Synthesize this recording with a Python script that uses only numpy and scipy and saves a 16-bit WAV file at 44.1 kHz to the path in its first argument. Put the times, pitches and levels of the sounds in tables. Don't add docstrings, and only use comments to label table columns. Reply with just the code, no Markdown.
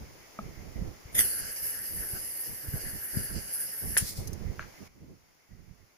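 import sys
import numpy as np
from scipy import signal
from scipy.fft import rfft, irfft, next_fast_len
from scipy.io import wavfile
from scipy.ndimage import map_coordinates

SR = 44100
rng = np.random.default_rng(int(sys.argv[2]) if len(sys.argv) > 2 else 0)


def inscribe(sig):
    pcm = np.round(np.clip(np.atleast_2d(sig).T, -1, 1) * 32767)
    wavfile.write(sys.argv[1], SR, pcm.astype(np.int16))


N = 263277
T = np.arange(N) / SR
GRIP_RISE_S, GRIP_T60_S = 0.03, 0.29


def leak():
    return (jet() + valve_cavity() + tank_cavity()) * gate(1.21, 2.745, 0.0415, 0.12)


def jet():
    # (time [s], relative level [dB])
    leakage = [(1.26, -35.5), (1.4, -37), (1.42, -44), (1.6, -41.5), (1.67, -34.5), (1.76, -42),
               (2.14, -38.5), (2.2, -42), (2.39, -41), (2.41, -35.5), (2.43, -42.5), (2.68, -47),
               (2.77, -42.5), (2.8, -44), (2.88, -43), (3.0, -45), (3.05, -40), (3.07, -44.5),
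               (3.17, -38.5), (3.21, -44.5), (3.25, -38.5), (3.27, -44.5), (3.39, -47), (3.52, -44),
               (3.54, -33.5), (3.57, -41), (3.61, -34.5), (3.68, -44), (3.93, -38.5), (3.95, -40)]
    # (time [s], centre frequency [Hz])
    seating = [(1.24, 11040), (1.45, 11050), (1.63, 11560), (2.24, 11200), (2.62, 11670), (2.86, 11100),
               (3.04, 11770), (3.22, 11150), (3.55, 11060), (3.73, 11400), (3.95, 11230)]
    # (frequency before shifting [Hz], width [Hz], relative level [dB])
    jet_modes = [(10540, 520, -1.5), (11220, 400, 2.5), (11880, 500, .5), (11100, 1630, -2.5)]
    centre_hz = 11300
    tremor_db, tremor_hz, tremor_per_s = 0.35, 108.2, 24
    level_db, = curves(leakage)
    seat_hz, = curves(seating)
    song = unit(sum(amp(db) * np.sqrt(width) * resonant([(hz, width, 0)], likeness=-0.38)
                    * sputter(depth_db=1.7, rate=13) for hz, width, db in jet_modes))
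    song = shifted(song, seat_hz - centre_hz + tremor_hz * wobble(tremor_per_s))
    flutter = sputter(depth_db=2.0, rate=780) * sputter(tremor_db, tremor_per_s)
    fizz = amp(-30 + 0.53 * level_db) * resonant([(14300, 1900, 0)], likeness=-0.1)
    return amp(level_db + 4.5) * song * flutter + fizz


def valve_cavity():
    # (time [s], relative level [dB])
    drive = [(1.3, -50), (1.48, -49.5), (1.56, -54), (1.56, -44.5), (1.62, -54.5), (1.63, -50.5),
             (1.91, -55.5), (2.0, -52.5), (2.55, -54.5), (2.67, -58.5), (2.76, -52), (3.05, -55.5),
             (3.26, -52), (3.31, -56), (3.37, -51.5), (3.62, -53), (3.82, -58), (3.95, -50.5)]
    # (time [s], frequency [Hz])
    throat_pitch = [(1.25, 4940), (1.3, 4610), (1.64, 5254), (1.98, 4890), (2.01, 5165), (2.4, 4920),
                    (2.48, 5255), (2.91, 4770), (3.01, 5220), (3.23, 4777), (3.83, 5180), (3.95, 5330)]
    # (frequency [Hz], width [Hz], relative level [dB])
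    duct_modes = [(476, 297, -0.5), (2175, 410, -1.5), (2822, 360, -1), (4700, 450, -0.5), (6360, 1500, 0),
                  (9000, 1000, -4)]
    drive_db, = curves(drive)
    throat_hz, = curves(throat_pitch)
    throat = shifted(resonant([(5000, 600, 0)], likeness=0.05), throat_hz - 5000)
    throat = amp(-3) * throat * sputter(depth_db=2.44, rate=13) * panned(-5.0)
    duct = resonant(duct_modes, likeness=-0.068) * panned(-1.5)
    return amp(drive_db + 3) * notched(duct + throat) * sputter(depth_db=1.53, rate=32)


def tank_cavity():
    # (time [s], frequency [Hz], relative level [dB])
    tank_note = [(1.27, 1905, -59), (1.33, 1628, -48), (1.63, 1797, -57.5), (1.75, 1763, -49.5),
                 (1.93, 1772, -60), (2.02, 1675, -48.5), (2.1, 1670, -57), (2.17, 1650, -48),
                 (2.18, 1706, -62), (2.28, 1832, -60), (2.82, 1697, -55.5), (2.85, 1684, -48),
                 (2.99, 1788, -56.5), (3.03, 1670, -49), (3.07, 1753, -56.5), (3.15, 1703, -49),
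                 (3.41, 1708, -57), (3.64, 1664, -53), (3.7, 1765, -63), (3.73, 1780, -51),
                 (3.89, 1750, -59.5), (3.95, 1754, -49)]
    note_hz, note_db = curves(tank_note)
    note = shifted(resonant([(1750, 240, 0)], likeness=-0.1), note_hz - 1750 + 55 * wobble(30))
    return amp(note_db + 3) * note * sputter(depth_db=1.5, rate=35)


def spurts():
    # (start [s], length [s], rise [s], t60 [s], relative level [dB])
    gas_spurts = [(1.112, 0.034, 0.034, 0.041, -46), (1.144, 0.036, 0.0088, 0.067, -28),
                  (1.179, 0.023, 0.0055, 0.22, -21.5), (1.235, 0.025, 0.07, 0.22, -37)]
    # (start [s], length [s], rise [s], t60 [s], relative level [dB])
    drops = [(1.1505, 0.0018, .0006, .012, -31.5), (1.1905, .0025, .0005, 0.0085, -18.5),
             (1.2065, .0015, .0005, .01, -22.5)]
    # (frequency [Hz], width [Hz], relative level [dB])
    core_modes = [(9640, 560, 0), (10630, 450, 2), (11800, 560, 2), (13150, 560, -1), (14300, 400, -10)]
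    # (frequency before the glide [Hz], width [Hz], relative level [dB])
    valve_modes = [(356, 360, -8.5), (1627, 324, 4), (2900, 470, -1), (4230, 270, 1), (5220, 400, -1.5),
                   (5800, 300, -1), (7560, 380, 1.5)]
    core = amp(-0.5) * resonant(core_modes, likeness=-0.57)
    valve = amp(-8.5) * sinking(notched(resonant(valve_modes, likeness=-0.27)))
    return (flow(gas_spurts) + flow(drops)) * (core + valve) * sputter(depth_db=1.0, rate=510)


def sinking(x):
    # (time [s], frequency ratio [1])
    glide = [(1.15, 1.21), (1.18, 1.185), (1.2, 1.105), (1.28, 0.98)]
    ratio, = curves(glide)
    oversampled = signal.resample_poly(x, 2, 1, axis=1)
    return np.array([map_coordinates(c, [2 * np.cumsum(ratio)], mode="mirror") for c in oversampled])


def notched(x):
    # (frequency [Hz], width [Hz])
    nulls = [(3680, 430), (6800, 120)]
    return filtered(x, lambda f: np.prod([1 - np.exp(-((f - hz) / w) ** 2) for hz, w in nulls], axis=0))


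def burst():
    # (start [s], length [s], rise [s], t60 [s], level [dB])
    pulses = [(3.972, 0.0056, 0.0021, 0.016, -18), (3.9795, 0.0055, .002, 0.017, -17.5),
              (3.987, 0.0041, .002, 0.15, -27)]
    # (frequency [Hz], width [Hz], relative level [dB])
    open_modes = [(1700, 350, 3), (2880, 400, -1.5), (5730, 1700, -1.5), (7390, 460, 4), (8900, 700, 2),
                  (10200, 820, 14), (12700, 445, 1), (13900, 1500, -1.5), (14970, 400, -6.5)]
    return flow(pulses) * resonant(open_modes, likeness=-0.039)


def vent():
    # (start [s], length [s], rise [s], t60 [s], level [dB])
    puffs = [(3.993, 0.0085, 0.0095, 0.27, -35.5), (4.02, 0.07, 0.056, 0.3, -37),
             (4.15, 0.025, 0.023, 0.41, -44.5)]
    # (frequency [Hz], relative level [dB])
    spectrum = [(710, -50), (1200, -13), (1390, -22.5), (2030, -9), (3050, -16), (4770, 1), (6650, -3),
                (7900, -8), (10700, 0), (14200, -5.5), (15500, -8)]
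    return flow(puffs) * noise(spectrum) * sputter(depth_db=1.0, rate=300)


def snap():
    # (frequency [Hz], relative level [dB], t60 [s])
    modes = [(205, -30, .136), (1750, -1, .0058)]
    # (frequency [Hz], relative level [dB])
    spectrum = [(300, -13), (900, -7), (1500, -5), (2350, -8.5), (3100, -11), (6300, -17), (9000, -28),
                (15000, -50)]
    start_s, hold_s, rise_s = 3.968, 0.0013, 0.00024
    crack = amp(-11.5) * noise(spectrum) * gate(start_s, hold_s, rise_s, t60=0.022)
    blow = amp(-14.5) * (ring(start_s, modes, hold_s, rise_s, lead_rad=1.2) + crack)
    return blow + amp(-14) * room(blow)


def landing():
    # (frequency [Hz], relative level [dB], t60 [s])
    base_modes = [(130, -24, .1), (630, -16, 0.028), (1470, 0.5, 0.0059), (2310, -11, 0.0081),
                  (6250, -26, .025)]
    # (frequency [Hz], width [Hz], relative level [dB])
    rim_modes = [(1500, 440, -1), (2050, 720, -4), (4360, 480, -11), (6200, 440, -11)]
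    start_s = 4.594
    blow = amp(-23.5) * ring(start_s, base_modes, hold_s=0.00088, rise_s=0.00038, lead_rad=-0.42)
    chatter = amp(-46.5) * resonant(rim_modes, likeness=0.31) * sputter(depth_db=1.5, rate=300)
    contact = blow + chatter * gate(start_s, 0.031, 0.02, 0.15)
    return contact + amp(-13) * room(contact)


def tap():
    # (frequency [Hz], relative level [dB], t60 [s])
    body_modes = [(204, -4, 0.14), (664, -3, 0.024), (830, -7, .02), (1250, 1.5, 0.019),
                  (2300, -15.5, .007)]
    blow = amp(-31.5) * ring(0.3883, body_modes, hold_s=0.0037, rise_s=0.0012, lead_rad=1.0)
    return blow + amp(-17.5) * room(blow)


def ticks():
    # (start [s], level [dB], length [s])
    touches = [(4.273, -40, 0.007), (4.331, -41, .0015)]
    # (frequency [Hz], relative level [dB])
    spectrum = [(3000, -18.5), (5000, -1), (6400, 5.5), (8500, -17), (11000, 5.5), (15000, -17)]
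    return noise(spectrum) * sum(amp(db) * gate(s, length, 0.00048, 0.035) for s, db, length in touches)


def hands():
    # (start [s], length [s], level [dB], left minus right [dB])
    grips = [(-.02, 0.048, -43, -1.5), (0.389, 0.095, -41.5, -6.5), (0.547, 0.16, -43, -11),
             (0.748, 0.1, -34, -10.5), (1.119, 0.11, -39.5, -11), (1.38, 0.069, -46.5, -18),
             (1.594, 0.04, -49.5, -12), (1.887, .14, -45, -13), (2.096, 0.057, -43.5, -7.5),
             (2.454, .05, -47.5, 7), (2.616, 0.056, -44.5, -24), (2.715, 0.031, -35.5, -3),
             (2.807, 0.15, -43.5, -18), (3.126, 0.061, -35, 4), (3.285, 0.096, -35.5, -16),
             (3.806, 0.13, -37, -6.5), (3.991, 0.052, -38, -4.5), (4.102, 0.086, -46, -10),
             (4.162, 0.05, -36.5, -4.5), (4.251, 0.096, -36.5, -28), (4.384, .12, -36.5, -13),
             (4.548, 0.095, -46.5, -26), (5.486, 0.15, -51, -11), (5.66, 0.036, -49, -24),
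             (5.766, 0.036, -56.5, -23)]
    # (frequency [Hz], relative level [dB])
    rumble_spectrum = [(20, -3), (45, 1.5), (75, 1), (120, -1), (165, -5), (205, -4.5), (255, -13),
                       (450, -18), (700, -52), (1200, -45), (2500, -81.5)]
    # (frequency [Hz], relative level [dB])
    rub_spectrum = [(120, -16), (220, -8), (340, 0.5), (460, -2), (700, -8), (1100, -19), (2000, -31.5),
                    (4000, -58)]
    tremor = amp(-60.5) * sputter(depth_db=5, rate=7.6) * gate(0, 5.2, 0.01, 0.69) * panned(-2.5)
    effort = np.sqrt(tremor ** 2 + sum(push ** 2 for push in strokes(grips)))
    rumble = effort * noise(rumble_spectrum) * sputter(depth_db=2.0, rate=30)
    friction = amp(-31.5) * effort.mean(axis=0) ** 0.51
    rub = friction * noise(rub_spectrum) * sputter(depth_db=2.6, rate=30) * hush(drop_db=-20.0)
    return rumble + rub


def bumps():
    # (centre time [s], peak level [dB], frequency [Hz], left minus right [dB])
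    knocks = [(0.798, -30, 61.7, -14), (.823, -29, 112, -2), (1.059, -39.5, 67, 5), (1.921, -42, 65, -11),
              (2.003, -35, 60, -8), (2.137, -34, 80, 4), (2.688, -29.5, 58.9, -7), (2.741, -26, 99.7, -6),
              (3.173, -20.5, 124, 17), (3.312, -34, 81.7, -17), (3.379, -30, 85, -12),
              (4.026, -25.5, 85.9, 6), (4.189, -28, 79.6, 6), (4.298, -28, 79, -22),
              (4.464, -31, 70.5, -22), (4.498, -30, 48, -8.5), (5.534, -41, 70.5, -14.5),
              (5.714, -40.5, 94.6, -16)]
    swing = lambda phase: phase * np.exp((1 - phase ** 2) / 2)
    return sum(amp(db) * panned(pan) * swing(2 * np.pi * hz * (T - s)) for s, db, hz, pan in knocks)


def slides():
    # (start [s], length [s], level [dB], left minus right [dB])
    brushes = [(4.775, 0.07, -51, -9), (4.944, 0.11, -50, -2.5), (5.065, 0.039, -52, -4)]
    # (frequency [Hz], relative level [dB])
    spectrum = [(30, -30), (90, 5.5), (190, 2), (400, -4), (700, -19), (1500, -39), (4000, -49.5)]
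    return sum(strokes(brushes)) * noise(spectrum) * sputter(depth_db=4.5, rate=40)


def nearby(x, echo_db, count=8):
    delays_s = rng.uniform(0.000759, 0.014, (count, 2, 1))
    comb = lambda hz: 1 + amp(echo_db) * np.exp(-2j * np.pi * hz * delays_s).sum(0)
    return filtered(x, comb) / np.sqrt(1 + count * amp(echo_db) ** 2)


def room(x):
    # (frequency [Hz], t60 [s])
    decay = [(200, .2), (2000, 0.26), (12000, 0.041)]
    hz, t, spectra = signal.stft(rng.standard_normal((2, SR // 3)), SR, nperseg=256)
    tail = signal.istft(spectra * amp(-60 * t / along(decay, hz)[:, None]), SR, nperseg=256)[1]
    return signal.fftconvolve(x, tail / np.linalg.norm(tail[0]), axes=1)[:, :N]


def air():
    # (frequency [Hz], relative level [dB])
    spectrum = [(25, 1), (150, 7), (650, 6.5), (1300, 3), (2100, 2), (2800, -1), (3900, -6), (5000, 2),
                (6800, 0), (8400, -20.5), (9200, -10), (11400, -2), (12400, -11.5), (15200, -3.5)]
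    whistle = shifted(resonant([(2084, 310, 0)], likeness=0.2), 64.94 * wobble(11))
    whistle = amp(-10.5) * whistle * sputter(depth_db=3.5, rate=22)
    return amp(-54) * hush(drop_db=-10.5) * (noise(spectrum) + whistle)


def hush(drop_db):
    step_down_s, ramp_s = 4.878, 0.0027
    return amp(drop_db * np.clip((T - step_down_s) / ramp_s, 0, 1))


def ring(start, modes, hold_s, rise_s, lead_rad):
    phase = np.array([[0.5], [-0.5]]) * lead_rad
    return sum(amp(db) * np.sin(2 * np.pi * hz * (T - start) + phase) * gate(start, hold_s, rise_s, t60)
               for hz, db, t60 in modes)


def resonant(modes, likeness):
    power = lambda f: sum(amp(db) ** 2 / (1 + 2 * ((f - hz) / width) ** 2) ** 2 for hz, width, db in modes)
    mid, side = filtered(rng.standard_normal((2, N)), lambda f: np.sqrt(power(f)))
    angle = np.arccos(likeness) / 2
    return unit(np.cos(angle) * mid + np.sin(angle) * np.array([side, -side]))


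def noise(spectrum):
    return unit(filtered(rng.standard_normal((2, N)), lambda hz: amp(along(spectrum, hz))))


def shifted(x, shift_hz):
    analytic = signal.hilbert(x, next_fast_len(N))[:, :N]
    return np.real(analytic * np.exp(2j * np.pi * np.cumsum(shift_hz) / SR))


def filtered(x, response):
    size = next_fast_len(N + SR // 2)
    return irfft(rfft(x, size) * response(np.fft.rfftfreq(size, 1 / SR)), size)[..., :N]


def flow(escapes):
    return sum(amp(db) * gate(s, length, rise, t60) for s, length, rise, t60, db in escapes)


def strokes(moves):
    return [amp(db) * gate(s, length, GRIP_RISE_S, GRIP_T60_S) * panned(pan)
            for s, length, db, pan in moves]


def gate(start, length, rise, t60):
    t = T - start
    return np.clip(t / rise, 0, 1) * amp(-60 * np.maximum(t - length, 0) / t60)


def sputter(depth_db, rate):
    return unit(amp(depth_db * wobble(rate)))


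def wobble(rate):
    return map_coordinates(rng.standard_normal(int(N * rate / SR) + 4), [T * rate])


def panned(pan_db):
    gains = amp(np.array([[0.5], [-0.5]]) * pan_db)
    return gains / np.sqrt(np.mean(gains ** 2, axis=0))


def curves(rows):
    times, *columns = np.transpose(rows)
    return [np.interp(T, times, column) for column in columns]


def along(points, hz):
    knots_hz, values = np.transpose(points)
    return np.interp(np.log(hz + 1), np.log(knots_hz + 1), values)


def unit(x):
    return x / np.sqrt(np.mean(x ** 2) + 1e-20)


def amp(db):
    return 10 ** (np.asarray(db) / 20)


def scene():
    gas = nearby(leak() + vent() + spurts(), echo_db=-12.0) + burst()
    reverberation = amp(-20.5) * room(gas)
    contacts = tap() + snap() + landing() + ticks()
    return gas + reverberation + contacts + hands() + bumps() + slides() + air()


def record(dry):
    return filtered(dry, lambda hz: hz < 15550)


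dry = scene()
out = record(dry)
inscribe(out)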